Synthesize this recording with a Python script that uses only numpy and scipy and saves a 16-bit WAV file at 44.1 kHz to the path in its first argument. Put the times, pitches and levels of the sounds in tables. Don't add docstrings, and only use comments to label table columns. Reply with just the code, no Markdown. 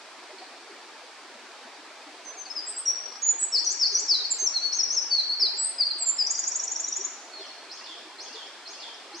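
import sys
import numpy as np
from scipy import signal
from scipy.fft import rfft
from scipy.io import wavfile
from scipy.ndimage import uniform_filter1d

SR = 44100
rng = np.random.default_rng(int(sys.argv[2]) if len(sys.argv) > 2 else 0)


def unload_audio(sound):
    columns = np.transpose(np.atleast_2d(sound))
    steps = np.round(np.clip(columns, -1, 1) * 32767)
    wavfile.write(sys.argv[1], SR, steps.astype(np.int16))


N = 405719

# seconds from the syllable's start, pitch in Hz, level in dB ahead of the gain of each repeat.
SCOOP = [(0, 5590, -30.5), (.021, 5310, -23.5), (.037, 4710, -20.5), (.053, 4172, -27), (.066, 4760, -23),
         (.077, 5730, -25)]
HOOK = [(0, 6385, -38), (.02, 6010, -32), (.027, 5783, -22.5), (.038, 5710, -21.5), (.056, 6110, -31),
        (.073, 6600, -28), (.083, 7950, -35)]
SLIDE = [(0, 5457, -30), (.017, 5295, -23), (.038, 4613, -19), (.059, 4230, -27), (.076, 3983, -23)]
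ARCH = [(0, 4850, -39), (.012, 5680, -21.5), (.022, 6080, -31.5), (.036, 6330, -31), (.052, 6400, -32),
        (.064, 6130, -35), (.073, 5700, -22), (.088, 5180, -24.5), (.095, 5220, -33)]


def gain_of(db):
    return 10 ** (np.asarray(db) / 20)


def evened(x):
    return x / np.sqrt(np.mean(x ** 2) + 1e-20)


def read(points, hz):
    f, value = np.transpose(points)
    return np.interp(np.log(hz + 1), np.log(f + 1), value)


def add(mix, s, sound):
    part = mix[..., max(round(s * SR), 0):][..., :sound.shape[-1]]
    part += sound[..., :part.shape[-1]]


def drift(count, size):
    kernel = np.hanning(size)
    noise = rng.standard_normal(count + size - 1)
    return signal.fftconvolve(noise, kernel / np.linalg.norm(kernel), "valid")


def beats(first_s, last_s, count):
    return np.linspace(first_s, last_s, count)


def stream(level_db=-46.5, patchy_db=2.5, swell_db=0.2, lumpy_below_hz=2800):
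    # frequency in Hz, relative level per Hz in dB.
    rush_spectrum = [(50, -50.5), (140, -39.5), (200, -28), (260, -8.5), (390, -4.5), (510, -6), (690, -2),
                     (750, -3), (880, -1), (1100, -3.5), (1400, -4.5), (1650, -3.5), (2050, -5.5),
                     (2350, -4.5), (2800, -8), (4000, -7.5), (4600, -6.5), (6600, -14), (8300, -16),
                     (10000, -24), (12500, -38), (14500, -44)]
    # frequency in Hz, left-right correlation (no unit).
    rush_likeness = [(60, 0.68), (140, 0.85), (310, 0.92), (700, 0.93), (1590, 0.78), (3610, 0.41),
                     (8200, -0.098)]
    # frequency in Hz, left minus right in dB.
    rush_balance = [(60, -7), (210, 1), (700, 0.5), (2400, -0.5), (8200, 0.5)]
    frames, hz = N // 256 + 5, np.fft.rfftfreq(1024, 1 / SR)
    a, b, c, d, patches = rng.standard_normal((frames, len(hz), 5)).T
    patches = uniform_filter1d(patches, size=5, axis=0)
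    patches = evened(uniform_filter1d(patches, size=6, axis=1))
    same = np.clip(read(rush_likeness, hz), -1, 1)[:, None]
    left, independent = a + 1j * b, c + 1j * d
    right = same * left + np.sqrt(1 - same ** 2) * independent
    z = np.array([left, right])
    lumps_db = patchy_db * patches / (1 + (hz[:, None] / lumpy_below_hz) ** 2)
    z *= gain_of(read(rush_spectrum, hz)[:, None] + lumps_db + swell_db * drift(frames, size=120))
    lean_db = read(rush_balance, hz)[:, None]
    z *= gain_of(np.array([lean_db, -lean_db]) / 2)
    rush = signal.istft(z, nperseg=1024, noverlap=768)[1][:, :N]
    return gain_of(level_db) * evened(rush)


def bubbles(per_s=100, level_db=-58, low_hz=640, high_hz=2500, cycles=11, spread_db=4.0, count=36):
    water, t = np.zeros((2, N)), np.arange(SR // 8) / SR
    for hz in np.geomspace(low_hz, high_hz, count):
        age = t * hz / cycles
        ring = age * np.exp(-age) * np.sin(2 * np.pi * hz * t * (1 + 0.17 * t))
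        struck = rng.random(N) < per_s / count / SR
        sizes = struck * gain_of(spread_db * np.minimum(rng.exponential(1, N), 3))
        lean_db = rng.normal(0, 2)
        water += signal.oaconvolve(sizes, ring)[:N] * gain_of([[lean_db / 2], [-lean_db / 2]])
    return gain_of(level_db) * evened(water)


def gurgles(swell_s=0.015, rise_per_s=0.23, waver=0.052):
    # start in seconds, initial central pitch in Hz, peak level in dB.
    air_pockets = [(.06, 647, -51), (.29, 628, -47), (.325, 380, -47.5), (.41, 728, -45), (.69, 420, -48.5),
                   (1.03, 520, -51.5), (2.06, 290, -50), (2.345, 697, -49.5), (2.875, 604, -49),
                   (3.915, 406, -45.5), (4.01, 403, -47.5), (4.415, 393, -45), (5.425, 394, -45),
                   (5.53, 393, -51), (6.0, 695, -47), (6.985, 390, -44.5), (7.39, 396, -45.5),
                   (8.045, 375, -49.5), (8.34, 428, -47), (9.11, 864, -46), (9.135, 338, -44)]
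    water, t = np.zeros(N), np.arange(SR // 6) / SR
    ring = (t / swell_s * np.exp(1 - t / swell_s)) ** 2
    for s, hz, db in air_pockets:
        pitch = hz * (1 + rise_per_s * t + waver * drift(len(t), size=600))
        tone = np.sin(2 * np.pi * np.cumsum(pitch) / SR)
        add(water, s, np.sqrt(2) * gain_of(db) * ring * tone)
    return water


def knocks(swell_s=0.0042, fall_per_s=4, lowest_hz=170):
    # start in seconds, initial pitch in Hz, peak level in dB ahead of the high-pass.
    dull_knocks = [(1.345, 248, -55.5), (1.647, 260, -52), (2.592, 285, -56), (8.304, 275, -56)]
    sound, t = np.zeros(N), np.arange(SR // 12) / SR
    ring = (t / (2 * swell_s)) ** 2 * np.exp(2 - t / swell_s)
    for s, hz, db in dull_knocks:
        pitch = hz * np.exp(-fall_per_s * t)
        tone = np.sin(2 * np.pi * np.cumsum(pitch) / SR)
        add(sound, s, np.sqrt(2) * gain_of(db) * ring * tone)
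    return signal.sosfilt(signal.butter(4, lowest_hz, "highpass", fs=SR, output="sos"), sound)


def forest(x, near_db, tail_db, trunk_db, near_s=0.017, build_s=0.011, patchy_db=2, trunk_lag_s=.011):
    # frequency in Hz, time to fall by 60 dB in seconds.
    decay_times = [(400, .6), (3300, 1), (4500, 0.92), (6000, 0.9), (8000, 0.51), (13000, .3)]
    t = np.arange(SR) / SR
    taps = rng.standard_normal((2, SR)) * (rng.random((2, SR)) < 4000 / SR)
    hz, age, z = signal.stft(taps, SR, nperseg=256)
    patches = evened(uniform_filter1d(rng.standard_normal(z.shape[1:]), size=18, axis=1))
    fade_db = patchy_db * patches - 60 * age / read(decay_times, hz)[:, None]
    tail = signal.istft(z * gain_of(fade_db), SR, nperseg=256)[1][:, :SR]
    tail = tail * (1 - np.exp(-t / build_s))
    near = rng.standard_normal((2, SR)) * (rng.random((2, SR)) < 1500 / SR)
    near = near * np.exp(-t / near_s) * (t > .002)
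    echoes = np.zeros((2, SR))
    for db, part in [(near_db, near), (tail_db, tail)]:
        power = np.mean(abs(rfft(part)[:, 4000:8000]) ** 2, 1, keepdims=True)
        echoes += gain_of(db) * part / np.sqrt(power)
    echoes[:, round(trunk_lag_s * SR)] += gain_of(trunk_db)
    return x + signal.fftconvolve(x, echoes, axes=1)[:, :N]


def slur(start, length, start_hz, turn_hz, end_hz, turn, db, swell_db, lean_db=0):
    arch_db = 7
    u = np.linspace(0, 1, num=21)
    pitch = np.interp(u, [0, np.clip(turn, .05, .95), 1], [start_hz, turn_hz, end_hz])
    level = db + swell_db * (u - .5) - arch_db * (2 * u - 1) ** 2
    return np.column_stack([start + length * u, pitch, level, np.full(len(u), lean_db)])


def placed(shape, s, db, lean_db=0):
    return np.column_stack([np.array(shape) + [s, 0, db], np.full(len(shape), lean_db)])


def whistle(rows, waver=0.0013, flutter_db=1.2, octave_db=0, attack_share=.13, release_s=0.0045):
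    # pitch in Hz, level of its octave against it in dB ahead of octave_db.
    overtone = [(3800, -31.5), (5000, -47), (5800, -47), (7000, -60.5), (8000, -76)]
    s, hz, db, *side = np.transpose(rows)
    s = np.sort(s)
    attack_s = attack_share * (s[-1] - s[0]) + .001
    t = np.arange(s[0] - attack_s / 2, s[-1] + release_s / 2, 1 / SR)
    pitch = uniform_filter1d(np.interp(t, s, hz), size=160, mode="nearest")
    phase = 2 * np.pi * np.cumsum(pitch * (1 + waver * drift(len(t), size=110))) / SR
    ramp = np.minimum((t - t[0]) / attack_s, (t[-1] - t) / release_s)
    edges = np.sin(np.pi / 2 * np.clip(ramp, 0, 1)) ** 2
    level = edges * gain_of(np.interp(t, s, db) + flutter_db * drift(len(t), size=600))
    octave = gain_of(read(overtone, pitch) + octave_db) * np.sin(2 * phase)
    tone = np.sqrt(2) * level * (np.sin(phase) + octave)
    lean_db = np.interp(t, s, side[0]) if side else np.zeros(len(t))
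    return t[0], tone * gain_of(np.array([lean_db, -lean_db]) / 2)


def far_bird(level_db=-1, burr_pulse_s=.004, burr_fall_hz=200, burr_scatter_hz=95, burr_jitter_s=0.0006,
             burr_uneven_db=2):
    # start in seconds, length in seconds, start pitch in Hz, turn pitch
    # in Hz, end pitch in Hz, place of the turn from 0 to 1, level in dB, swell from start to end in dB.
    opening_slurs = [(.381, 0.0079, 5010, 4500, 4050, 0.46, -46.5, -2),
                     (6.86, .045, 4030, 3850, 3700, 0.36, -54.5, -3),
                     (6.925, .06, 3630, 3430, 3250, 0.54, -57, 0),
                     (7.316, 0.073, 4350, 4350, 4100, 0.64, -43, 0),
                     (7.388, 0.088, 3800, 3300, 2680, 0.45, -52, -2),
                     (7.389, .072, 5960, 5220, 4580, .42, -53, 4),
                     (7.46, 0.027, 6200, 5450, 4800, .5, -50, 0),
                     (7.49, 0.0236, 4330, 4350, 4280, .5, -46, -3)]
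    # start in seconds from the
    phrase_slurs = [(.026, 0.0178, 5040, 5420, 5750, .5, -51, -1),
                    (.076, 0.0055, 3650, 3300, 2940, 0.56, -47, 2),
                    (.084, .004, 5300, 4700, 4060, 0.46, -50, 2),
                    (.095, .011, 5350, 4790, 4150, .5, -48.5, 3),
                    (.105, .065, 2600, 2786, 3080, 0.49, -58, 0),
                    (0.1447, .0095, 4220, 4950, 5800, 0.49, -44.5, -2),
                    (.1655, 0.0045, 3850, 4600, 5750, 0.5, -41.5, -9),
                    (.275, .024, 4430, 5300, 5800, 0.44, -54, -2),
                    (.302, .004, 4200, 4900, 5600, .5, -53, 0)]
    # start in seconds, gain in dB, gain of its burr in dB.
    phrase_times = [(7.696, 2.5, 2.5), (8.184, 3.5, 4), (8.656, 3.5, 2.5), (9.128, 2, 2)]
    # seconds from the phrase's start, pitch in Hz, level in dB ahead of its gain.
    upsweep = [(0, 4347, -47), (.008, 4060, -51), (.016, 4400, -48), (.022, 5080, -41), (.033, 5900, -52),
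               (.05, 6300, -52), (.07, 6750, -56)]
    # seconds from the phrase's start, central pitch in Hz, level in dB ahead of its gain.
    burr = [(.173, 3490, -45.5), (.208, 3390, -46), (.24, 3250, -49), (.256, 3200, -52), (.29, 3150, -59)]
    song = np.zeros((2, N))
    for row in opening_slurs:
        add(song, *whistle(slur(*row), waver=0.0063, flutter_db=2.0))
    burr_s, burr_hz, burr_db = np.transpose(burr)
    for s, db, burr_lift_db in phrase_times:
        add(song, *whistle(placed(upsweep, s, db), waver=0.013, flutter_db=2.5))
        for row in phrase_slurs:
            add(song, *whistle(slur(*row) + [s, 0, db, 0], waver=0.0045, flutter_db=0.5))
        for at in beats(burr_s[0], burr_s[-1], count=21):
            late, sharp, loud = rng.standard_normal(3)
            hz = np.interp(at, burr_s, burr_hz) + burr_scatter_hz * sharp
            pulse_db = np.interp(at, burr_s, burr_db) + burr_lift_db + burr_uneven_db * loud
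            pulse_start = s + at + burr_jitter_s * late
            pulse = slur(pulse_start, burr_pulse_s, hz + burr_fall_hz, hz, hz - burr_fall_hz, 0.45, pulse_db, 0)
            add(song, *whistle(pulse, octave_db=14))
    return gain_of(level_db) * song


def wren(trill_lean_db=1, uneven_db=1.2):
    # start in seconds, length in seconds, start pitch in Hz, turn pitch in Hz, end pitch
    # in Hz, place of the turn from 0 to 1, level in dB, swell from start to end in dB, left minus right in dB.
    single_slurs = [(2.25, 0.062, 6350, 6150, 6100, 0.25, -41, 5, -3),
                    (2.369, 0.056, 6600, 6210, 6170, 0.57, -40, 9, 4.5),
                    (2.452, 0.022, 4970, 4530, 4160, 0.5, -43, -2, 3),
                    (2.5, 0.02, 5170, 5160, 5440, 0.67, -36, 6, 8),
                    (2.664, .048, 7330, 7920, 8440, 0.44, -34, 3.5, 0),
                    (2.762, 0.047, 7460, 8000, 8690, 0.44, -32, -1, 0),
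                    (2.857, 0.061, 5774, 5636, 5790, 0.38, -22, 1, 3),
                    (3.222, 0.11, 6560, 6873, 6975, 0.43, -24, 3.5, -3.5),
                    (3.32, 0.011, 6920, 7100, 7330, 0.4, -39, -4, -2),
                    (3.391, 0.024, 7740, 7920, 8150, 0.4, -32, 4, 0),
                    (3.411, 0.044, 8010, 7770, 7700, 0.44, -25, -5, -1.5),
                    (3.788, .013, 5480, 5440, 5380, .5, -32, 6, 2.7),
                    (4.191, 0.021, 4050, 4010, 3710, 0.55, -32.5, 12.5, -2),
                    (4.246, .016, 4380, 4410, 4430, 0.4, -27, -2, 3),
                    (4.303, 0.03, 7950, 7310, 7230, 0.38, -24, 6, -2),
                    (4.534, 0.049, 4420, 4300, 4066, 0.5, -25.5, 12.5, 0),
                    (4.617, 0.065, 4400, 4440, 4366, 0.26, -27.5, 4, 4.5),
                    (4.83, 0.017, 5900, 5700, 5530, 0.52, -21, 4, 3),
                    (5.017, .013, 5970, 5970, 5700, 0.7, -27.5, 0, 5),
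                    (5.292, 0.054, 4290, 4332, 4600, 0.5, -25, -5, 3),
                    (5.865, 0.014, 4650, 4705, 4800, 0.57, -21, -1, 1.5),
                    (5.902, 0.022, 4340, 4200, 4050, 0.52, -27, 4, -0.5),
                    (5.981, 0.057, 8650, 7800, 7430, 0.44, -30, 21, -0.5),
                    (6.057, 0.061, 7380, 7275, 7185, 0.53, -23, 2, -4)]
    # time in seconds, pitch in Hz, level in dB, left minus right in dB.
    long_whistles = [
        [(2.553, 5290, -39, 3), (2.566, 5200, -31.5, 4), (2.58, 4980, -31.5, 3), (2.594, 4860, -32, 3.5),
         (2.609, 4835, -34.5, 4)],
        [(4.38, 6250, -47, -4), (4.403, 6310, -29.5, -4), (4.45, 6320, -28, 5), (4.465, 6020, -27, 2),
         (4.476, 5560, -22, 6), (4.483, 5370, -34, 2)],
        [(5.108, 4610, -29.5, -1), (5.12, 4550, -24, 4.5), (5.135, 4490, -24, 5), (5.16, 4410, -28, 5),
         (5.2, 4165, -24, -2.5), (5.212, 3990, -28, -2)],
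        [(5.565, 6950, -49, -1), (5.578, 7300, -45, -1), (5.592, 7750, -28, -1), (5.63, 7910, -28, 1),
         (5.66, 8280, -29.5, 1), (5.698, 8400, -34.5, -1), (5.711, 8740, -32, 0)],
        [(5.783, 5060, -30.5, 1), (5.8, 4900, -31, 1), (5.809, 4750, -17, 6), (5.82, 4550, -22.5, 1),
         (5.838, 4190, -26, 1)],
        [(6.181, 5350, -40, 3.5), (6.191, 5200, -24, 5), (6.201, 5030, -22, 5), (6.213, 4874, -24.5, 3.5),
         (6.228, 4787, -20.5, 3.5)],
    ]
    # syllable, start in seconds, gain in dB, left minus right in dB.
    syllables = [(SCOOP, 3.523, 0, 3), (HOOK, 3.644, 0, 5.1), (SCOOP, 3.798, 0.68, 2.7),
                 (HOOK, 3.924, 0.4, 2.5), (SLIDE, 4.08, .5, 2), (ARCH, 4.72, 0, 4.4), (ARCH, 4.898, 0, 3),
                 (SLIDE, 5.395, .5, 0.95)]
    # seconds from its start, pitch in Hz, level against the flick's in dB.
    flick = [(0, 4400, -5), (.0035, 4880, 2.5), (.0065, 6100, 3)]
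    # seconds from the stroke's start, pitch in Hz, level against the
    # stroke's in dB; the high stroke's last pitch gives way to the top pitch of its pair.
    low_stroke = [(0, 5150, -17), (.003, 5570, -8.5), (.007, 5783, 0), (.012, 6000, -9)]
    high_stroke = [(.006, 6370, -15), (.013, 6500, -9.5), (0.019, 6730, -2.5), (.023, 7150, -5),
                   (0.026, 7900, -8.5)]
    # start in seconds, low level in dB, high level in dB, top pitch in Hz.
    trill = [(6.264, -21.5, -20.5, 7880), (6.349, -24.5, -21.5, 7850), (6.434, -23, -20.5, 7870),
             (6.514, -25.5, -22, 7900), (6.594, -23.5, -23.5, 7980), (6.675, -23.3, -23, 7520),
             (6.757, -22, -23.5, 7650), (6.84, -23, -24, 7500), (6.922, -23, -24.5, 7400),
             (7.006, -25, -23, 7400)]
    rattle_start_s, rattle_end_s, rattle_db = 2.955, 3.154, -44
    high_lag_s = .026
    ground_lag_s, ground_db = .0032, -10
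    song = np.zeros((2, N))
    for row in single_slurs:
        add(song, *whistle(slur(*row)))
    for course in long_whistles:
        add(song, *whistle(course))
    for row in syllables:
        add(song, *whistle(placed(*row)))
    for s in beats(rattle_start_s, rattle_end_s, count=7):
        add(song, *whistle(placed(flick, s, rattle_db + uneven_db * rng.normal())))
    for s, low_db, high_db, top_hz in trill:
        add(song, *whistle(placed(low_stroke, s, low_db, trill_lean_db)))
        high = placed(high_stroke, s + high_lag_s, high_db, trill_lean_db)
        high[-1, 1] = top_hz
        start, stroke = whistle(high)
        add(song, start, stroke)
        add(song, start + ground_lag_s, gain_of(ground_db) * stroke)
    return song


def scene():
    deep_bubbles = bubbles(per_s=24, level_db=-62.0, low_hz=299.7, high_hz=617, cycles=3.3, spread_db=2.5, count=12)
    water = stream() + bubbles() + deep_bubbles + gurgles()
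    distant = forest(far_bird(), near_db=-2.5, tail_db=2.0, trunk_db=-13)
    close = forest(wren(), near_db=-5.5, tail_db=-4.9, trunk_db=-15.5)
    return water + knocks() + distant + close


def record(dry, edge_hz=14500):
    lowpass = signal.firwin(511, edge_hz, window=("kaiser", 9), fs=SR)
    return signal.oaconvolve(dry, lowpass[None], "same")


dry = scene()
out = record(dry)
unload_audio(out)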